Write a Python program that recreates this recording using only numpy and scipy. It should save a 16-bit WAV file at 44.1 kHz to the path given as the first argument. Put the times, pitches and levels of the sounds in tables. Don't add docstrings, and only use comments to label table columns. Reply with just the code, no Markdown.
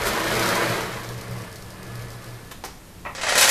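import sys
import numpy as np
from scipy import signal
from scipy.fft import rfft, irfft
from scipy.io import wavfile

SR = 44100
rng = np.random.default_rng(int(sys.argv[2]) if len(sys.argv) > 2 else 0)


def to_wav(sig):
    pcm = np.clip(np.atleast_2d(sig), -1, 1) * 32767
    pcm = np.round(pcm).astype(np.int16)
    wavfile.write(sys.argv[1], SR, pcm.T)


N = 154350
STOP_S = 2.49

# (time [s], rumble level [dB], hiss level [dB])
ROLL_LEVELS = [(0, -25.5, -33.5), (.25, -25.5, -32), (.46, -22, -30), (.69, -23.5, -31.5),
               (.86, -30.5, -38.5), (1.03, -36, -42.5), (1.22, -40.5, -45.5), (1.38, -40.5, -44.5),
               (1.66, -49, -49.5), (1.96, -42, -46), (2.2, -49, -46.5), (2.29, -47.5, -47.5),
               (2.48, -55, -51)]


def amp(db):
    return 10 ** (np.asarray(db) / 20)


def unit_rms(x):
    return x / np.sqrt(np.mean(x ** 2) + 1e-20)


def unit_energy(x):
    return x / np.sqrt(np.sum(x ** 2) + 1e-20)


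def at_hz(points, hz):
    f, value = np.transpose(points)
    return np.interp(np.log(hz + 1), np.log(f + 1), value)


def curve(points, column=1):
    rows = np.array(points)
    return np.interp(np.arange(N) / SR, rows[:, 0], rows[:, column])


def add(mix, s, sound):
    part = mix[max(round(s * SR), 0):][:len(sound)]
    part += sound[:len(part)]


def colour(x, spectrum, treble_db=0, size=4096, shelf_hz=3540):
    hz = abs(np.fft.fftfreq(size, 1 / SR))
    shelf = 1 - 1 / (1 + (hz / shelf_hz) ** 4)
    log_gain = np.log(amp(at_hz(spectrum, hz) + treble_db * shelf))
    taps = np.fft.ifft(np.exp(np.conj(signal.hilbert(log_gain)))).real[:size // 2]
    return signal.fftconvolve(x, taps)[:len(x)]


def drift(rate_hz):
    hz = np.fft.rfftfreq(N, 1 / SR)
    lowpass = np.exp(-(hz / rate_hz) ** 2) * (hz > 0)
    return unit_rms(irfft(rfft(rng.standard_normal(N)) * lowpass, N))


def noise_band(hz, width_hz, samples=N):
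    r = np.exp(-np.pi * width_hz / SR)
    x = rng.standard_normal(samples)
    for _ in range(2):
        x = signal.lfilter([1 - r], [1, -r * np.exp(2j * np.pi * hz / SR)], x).real
    return x


def wavering_tone(hz, wander_hz, wander_rate_hz, flutter_db, flutter_rate_hz):
    turns = np.cumsum(hz + wander_hz * drift(wander_rate_hz)) / SR
    return unit_rms(np.sin(2 * np.pi * turns) * amp(flutter_db * drift(flutter_rate_hz)))


def grains(per_s, spread_db):
    size = amp(spread_db * np.minimum(rng.exponential(1, N), 5))
    return size * rng.choice([-1, 1], N) * (rng.random(N) < per_s / SR)


def room_tail(size=256):
    # (frequency [Hz], t60 [s])
    decay = [(200, 0.25), (1000, 0.3), (4500, 0.39), (14000, 0.17)]
    hz, t, bands = signal.stft(rng.standard_normal(SR // 2), SR, nperseg=size)
    bands = bands * amp(-60 * t / at_hz(decay, hz)[:, None])
    return unit_energy(signal.istft(bands, SR, nperseg=size)[1][:SR // 2])


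def dense_ring(t60_s, samples):
    t = np.arange(samples) / SR
    return unit_energy(rng.standard_normal(samples) * amp(-60 * t / t60_s))


def blow(spectrum, treble_db, crack_s, room_db):
    t = np.arange(SR // 2) / SR
    crack = unit_energy(rng.standard_normal(len(t)) * np.exp(-t / crack_s))
    heard = colour(crack + amp(room_db) * room_tail(), spectrum, treble_db)
    return unit_energy(heard) * np.sqrt(SR / 100 * (1 + amp(2 * room_db)))


def ring(modes, uneven_db=1.5):
    out, t = np.zeros(SR // 2), np.arange(SR // 2) / SR
    for hz, db, t60 in modes:
        envelope = amp(db + uneven_db * rng.standard_normal() - 60 * t / t60)
        out += envelope * np.sin(2 * np.pi * (hz * t + rng.random()))
    return unit_energy(out) * np.sqrt(SR / 100)


def along_rail(x, count=12, places_per_s=30):
    place = np.arange(N) / SR * places_per_s
    out = np.zeros(N)
    for k in range(count):
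        nearness = np.clip(1 - abs((place - k + 1) % count - 1), 0, 1)
        out += signal.fftconvolve(x * np.sqrt(nearness), dense_ring(t60_s=0.17, samples=SR // 4))[:N]
    return out


def steel_ring(x, ring_db=-2):
    treble = signal.sosfiltfilt(signal.butter(2, 2200, "high", fs=SR, output="sos"), x)
    ringing = signal.fftconvolve(treble, dense_ring(t60_s=.3, samples=SR // 2))[:N]
    return x - treble + (treble + amp(ring_db) * ringing) / np.sqrt(1 + amp(2 * ring_db))


def ball_rumble(fast):
    # (frequency [Hz], level [dB])
    at_speed = [(90, -18), (150, -4), (210, 2.5), (280, -5.5), (340, 2), (580, -4.5), (900, -0.5),
                (1700, 0), (2400, -4.5), (3000, -19.5), (5000, -32)]
    # (frequency [Hz], level [dB])
    at_creep = [(90, -26), (210, -3.5), (270, -6.5), (420, -0.5), (800, -10.5), (1200, -3), (1480, -13),
                (2100, -7), (2900, -15.5), (5000, -31.5)]
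    contacts = grains(per_s=5000, spread_db=3)
    shake = contacts + amp(-2) * along_rail(contacts)
    quick, slow = unit_rms(colour(shake, at_speed)), unit_rms(colour(shake, at_creep))
    return unit_rms(fast * quick + (1 - fast) * slow)


def rail_hum():
    # (frequency [Hz], half-width [Hz], level [dB])
    modes = [(330.4, 13.4, 4), (401, 31, -0.5), (463.5, 23, 4), (555, 27, 0), (563.7, 31, 5),
             (652, 27, 4.5), (705, 59, -1), (1260, 190, -4.5)]
    return unit_rms(sum(amp(db) * unit_rms(noise_band(hz, 2 * half)) for hz, half, db in modes))


def ball_hiss(fast):
    # (frequency [Hz], level [dB])
    at_speed = [(1500, -8), (2800, 1), (4400, 0.5), (6500, -6), (14000, -12)]
    # (frequency [Hz], level [dB])
    at_creep = [(1500, 8), (2800, -1.5), (5000, -2), (7200, -17), (9000, -2.5), (11000, -13), (14000, -16)]
    grit = grains(per_s=12000, spread_db=1) * amp(drift(rate_hz=440))
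    return fast * unit_rms(colour(grit, at_speed)) + (1 - fast) * unit_rms(colour(grit, at_creep))


def rolling(slow_db=-43, fast_db=-33, judder_db=0.5, stop_db_per_s=83):
    since_stop = np.maximum(np.arange(N) / SR - STOP_S, 0)
    motion_db = judder_db * drift(rate_hz=55) - stop_db_per_s * since_stop
    rumble_db, hiss_db = curve(ROLL_LEVELS, column=1), curve(ROLL_LEVELS, column=2)
    fast = np.clip((rumble_db - slow_db) / (fast_db - slow_db), 0, 1)
    body = amp(-1) * ball_rumble(fast) + amp(-6) * rail_hum()
    block = wavering_tone(1718, wander_hz=22, wander_rate_hz=60, flutter_db=2.2, flutter_rate_hz=60)
    body += amp(-8.5 - (rumble_db - slow_db) / 2) * (1 - fast) * block
    return amp(rumble_db + motion_db) * body + amp(hiss_db + motion_db) * ball_hiss(fast)


def shudders():
    # (time [s], length [s], level [dB])
    shakes = [(0, .13, -38.5), (0.257, 0.18, -42)]
    out = np.zeros(N)
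    for s, length, db in shakes:
        low = noise_band(hz=48, width_hz=45, samples=SR)[-int(length * SR):]
        add(out, s, amp(db) * unit_rms(low) * signal.windows.tukey(len(low), .2))
    return out


def frame_drone():
    # (time [s], level [dB])
    lower = [(.15, -42.5), (.28, -38), (.39, -31), (.5, -37.5), (.63, -39), (.71, -28.5), (.78, -48),
             (.83, -33.5), (.89, -48), (.94, -36.5), (1.04, -44), (1.1, -31.5), (1.15, -33), (1.24, -44.5),
             (1.31, -31.5), (1.41, -36), (1.46, -46.5), (1.79, -47), (1.95, -33.5), (2.05, -33),
             (2.12, -43.5), (2.18, -36.5), (2.23, -45), (2.3, -36.5), (2.36, -37), (2.41, -48), (2.55, -60)]
    # (time [s], level [dB])
    upper = [(.3, -51), (.53, -38.5), (.73, -51), (1.1, -47), (1.36, -40.5), (1.56, -52), (1.77, -42.5),
             (2.1, -51), (2.6, -56)]
    out = np.zeros(N)
    for hz, swell in (118.4, lower), (185.2, upper):
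        tone = wavering_tone(hz, wander_hz=3, wander_rate_hz=12, flutter_db=1.6, flutter_rate_hz=48)
        out += amp(curve(swell) - 1) * tone
    return out


def room_tone(level_db=-43):
    # (frequency [Hz], level [dB])
    spectrum = [(90, -3.5), (480, -16.5), (3000, -27.5), (14000, -32)]
    return amp(level_db) * unit_rms(colour(rng.standard_normal(N), spectrum, size=16384))


def scrapes(ping_db=-13, room_db=-3):
    # (time [s], length [s], level [dB], treble [dB])
    rubs = [(0.038, 0.069, -29, 5), (2.507, 0.025, -36, -2.5)]
    # (frequency [Hz], level [dB])
    spectrum = [(60, -49), (300, 5), (800, 3), (3000, 1), (14000, -3.5)]
    # (frequency [Hz], level [dB], t60 [s])
    modes = [(1700, 0, .1), (3050, 3, .07), (3601, -9, .15)]
    out = np.zeros(N)
    for s, length, db, treble_db in rubs:
        grit = unit_rms(colour(grains(per_s=3900, spread_db=1), spectrum, treble_db))
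        swell = signal.windows.tukey(int(length * SR), .8)
        add(out, s, amp(db) * grit[:len(swell)] * swell)
    tail = amp(room_db) * room_tail() + amp(ping_db) * unit_energy(ring(modes))
    return out + signal.fftconvolve(out, tail)[:N]


def ball_ticks(gain_db=-4, faint_per_s=40):
    # (time [s], level [dB])
    clicks = [(.395, -26), (0.432, -31), (.459, -27.5), (.490, -25.5), (0.554, -33), (0.698, -34),
              (.817, -35), (1.09, -36.5), (1.187, -42), (1.212, -38), (1.236, -46), (1.312, -40),
              (1.42, -42.5), (1.527, -40.5), (1.558, -39.5), (1.624, -42), (1.704, -41.5), (1.830, -41.5),
              (1.955, -40), (2.022, -43), (2.104, -39.5), (2.243, -42.5)]
    # (frequency [Hz], level [dB])
    spectrum = [(500, -26), (2500, -7.5), (4800, 5.5), (7000, 0.5), (9500, -2.5), (14000, -1.5)]
    out, hiss_db = np.zeros(N), curve(ROLL_LEVELS, column=2)
    draws = rng.random((int(faint_per_s * STOP_S), 2)) * (STOP_S, 1)
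    faint = [(s, hiss_db[int(s * SR)] + 2 - 8 * softness) for s, softness in draws]
    shapes = [blow(spectrum, 0, crack_s=0.0019, room_db=-0.5) for _ in range(12)]
    for k, (s, db) in enumerate(list(clicks) + faint):
        add(out, s, amp(db + gain_db) * shapes[k % len(shapes)])
    return out


def knocks(gain_db=-4.5, ring_db=-6):
    # (time [s], level [dB], treble [dB])
    hits = [(2.6386, -27.5, -7), (2.648, -32.5, 33)]
    # (frequency [Hz], level [dB])
    spectrum = [(120, -19), (400, 2), (600, -7), (780, 0), (1300, -3.5), (2000, -6.5), (3300, -9.5),
                (5900, -7.5), (7500, -16), (14000, -18)]
    # (frequency [Hz], level [dB], t60 [s])
    modes = [(496, -8, 0.24), (785, 4, .13), (1056, -6, 0.26), (1924, 3, 0.15)]
    out = np.zeros(N)
    for s, db, treble_db in hits:
        crack = blow(spectrum, treble_db, crack_s=0.015, room_db=1.5)
        add(out, s, amp(db + gain_db) * (crack + amp(ring_db) * ring(modes)))
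    return out


def bump(gain_db=-6, attack_s=0.0021):
    # (time [s], level [dB])
    hits = [(3.05, -28), (3.06, -23), (3.09, -31)]
    # (frequency [Hz], level [dB])
    spectrum = [(100, -6), (600, -5), (950, 5), (1300, 0), (1550, -9), (1950, -2), (2600, -6.5),
                (3200, -19), (5000, -29), (14000, -50)]
    # (frequency [Hz], level [dB], t60 [s])
    modes = [(590, -7.5, 0.29), (875, -10, 0.18), (1279, 4.5, 0.15), (1913, 1, 0.15), (2630, -1, 0.094)]
    out = np.zeros(N)
    onset = np.minimum(np.arange(SR // 2) / SR / attack_s, 1)
    for s, db in hits:
        thud = blow(spectrum, 0, crack_s=0.017, room_db=-0.5)
        add(out, s, amp(db + gain_db) * onset * (thud + ring(modes)))
    return out


def clatter(gain_db=-4, ring_t60_s=.36, chatter_db=-2, chatter_s=0.035, attack_s=0.0015):
    # (time [s], level [dB], treble [dB])
    hits = [(3.149, -30.5, 2), (3.179, -31.5, -11), (3.2117, -26, 1), (3.232, -23, -8), (3.267, -23, -6),
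            (3.284, -22.5, -5), (3.2923, -21, -2), (3.321, -21, -5), (3.3525, -16.5, -4),
            (3.3765, -13, 2.5), (3.385, -17, 9), (3.4097, -12, 5), (3.424, -16, -7), (3.436, -21, 1),
            (3.475, -15.5, -0.5), (3.49, -14, 21)]
    # (frequency [Hz], level [dB])
    spectrum = [(100, -13.5), (400, -6), (540, 3.5), (750, 3), (1200, -1), (1700, 2), (3000, -1.5),
                (5500, 0), (6850, -3), (7800, -2), (9000, -5), (12000, -6), (14000, -4)]
    # (frequency [Hz], level [dB])
    partials = [(538, -2), (1346, -4), (1680, -4), (1892, 3), (2084, -3), (2288, -4), (2517, -5),
                (2611, -6), (3683, -6), (5808, -5), (6267, -6), (6494, -7), (9460, -12), (10159, -11)]
    modes = [(hz, db, ring_t60_s) for hz, db in partials]
    out, t = np.zeros(N), np.arange(SR // 2) / SR
    for s, db, treble_db in hits:
        contacts = grains(per_s=700, spread_db=2)[:len(t)]
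        bounces = unit_rms(colour(contacts, spectrum, treble_db)) * np.exp(-t / chatter_s)
        chatter = bounces + signal.fftconvolve(bounces, room_tail())[:len(t)]
        crack = blow(spectrum, treble_db, crack_s=0.015, room_db=6)
        clash = (crack + ring(modes) + amp(chatter_db) * chatter) * np.minimum(t / attack_s, 1)
        edge_hz = min(10400 * 2 ** ((db + 20) / 29), SR / 2 - 1000)
        lowpass = signal.butter(4, edge_hz, fs=SR, output="sos")
        add(out, s, amp(db + gain_db) * signal.sosfilt(lowpass, clash))
    return out


def scene():
    steel = steel_ring(rolling() + clatter())
    mix = steel + frame_drone() + shudders() + ball_ticks() + scrapes() + knocks() + bump() + room_tone()
    return mix[None]


def record(dry):
    lowpass = signal.firwin(511, 14050, window=("kaiser", 9), fs=SR)
    return signal.oaconvolve(dry, lowpass[None], "same")


dry = scene()
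out = record(dry)
to_wav(out)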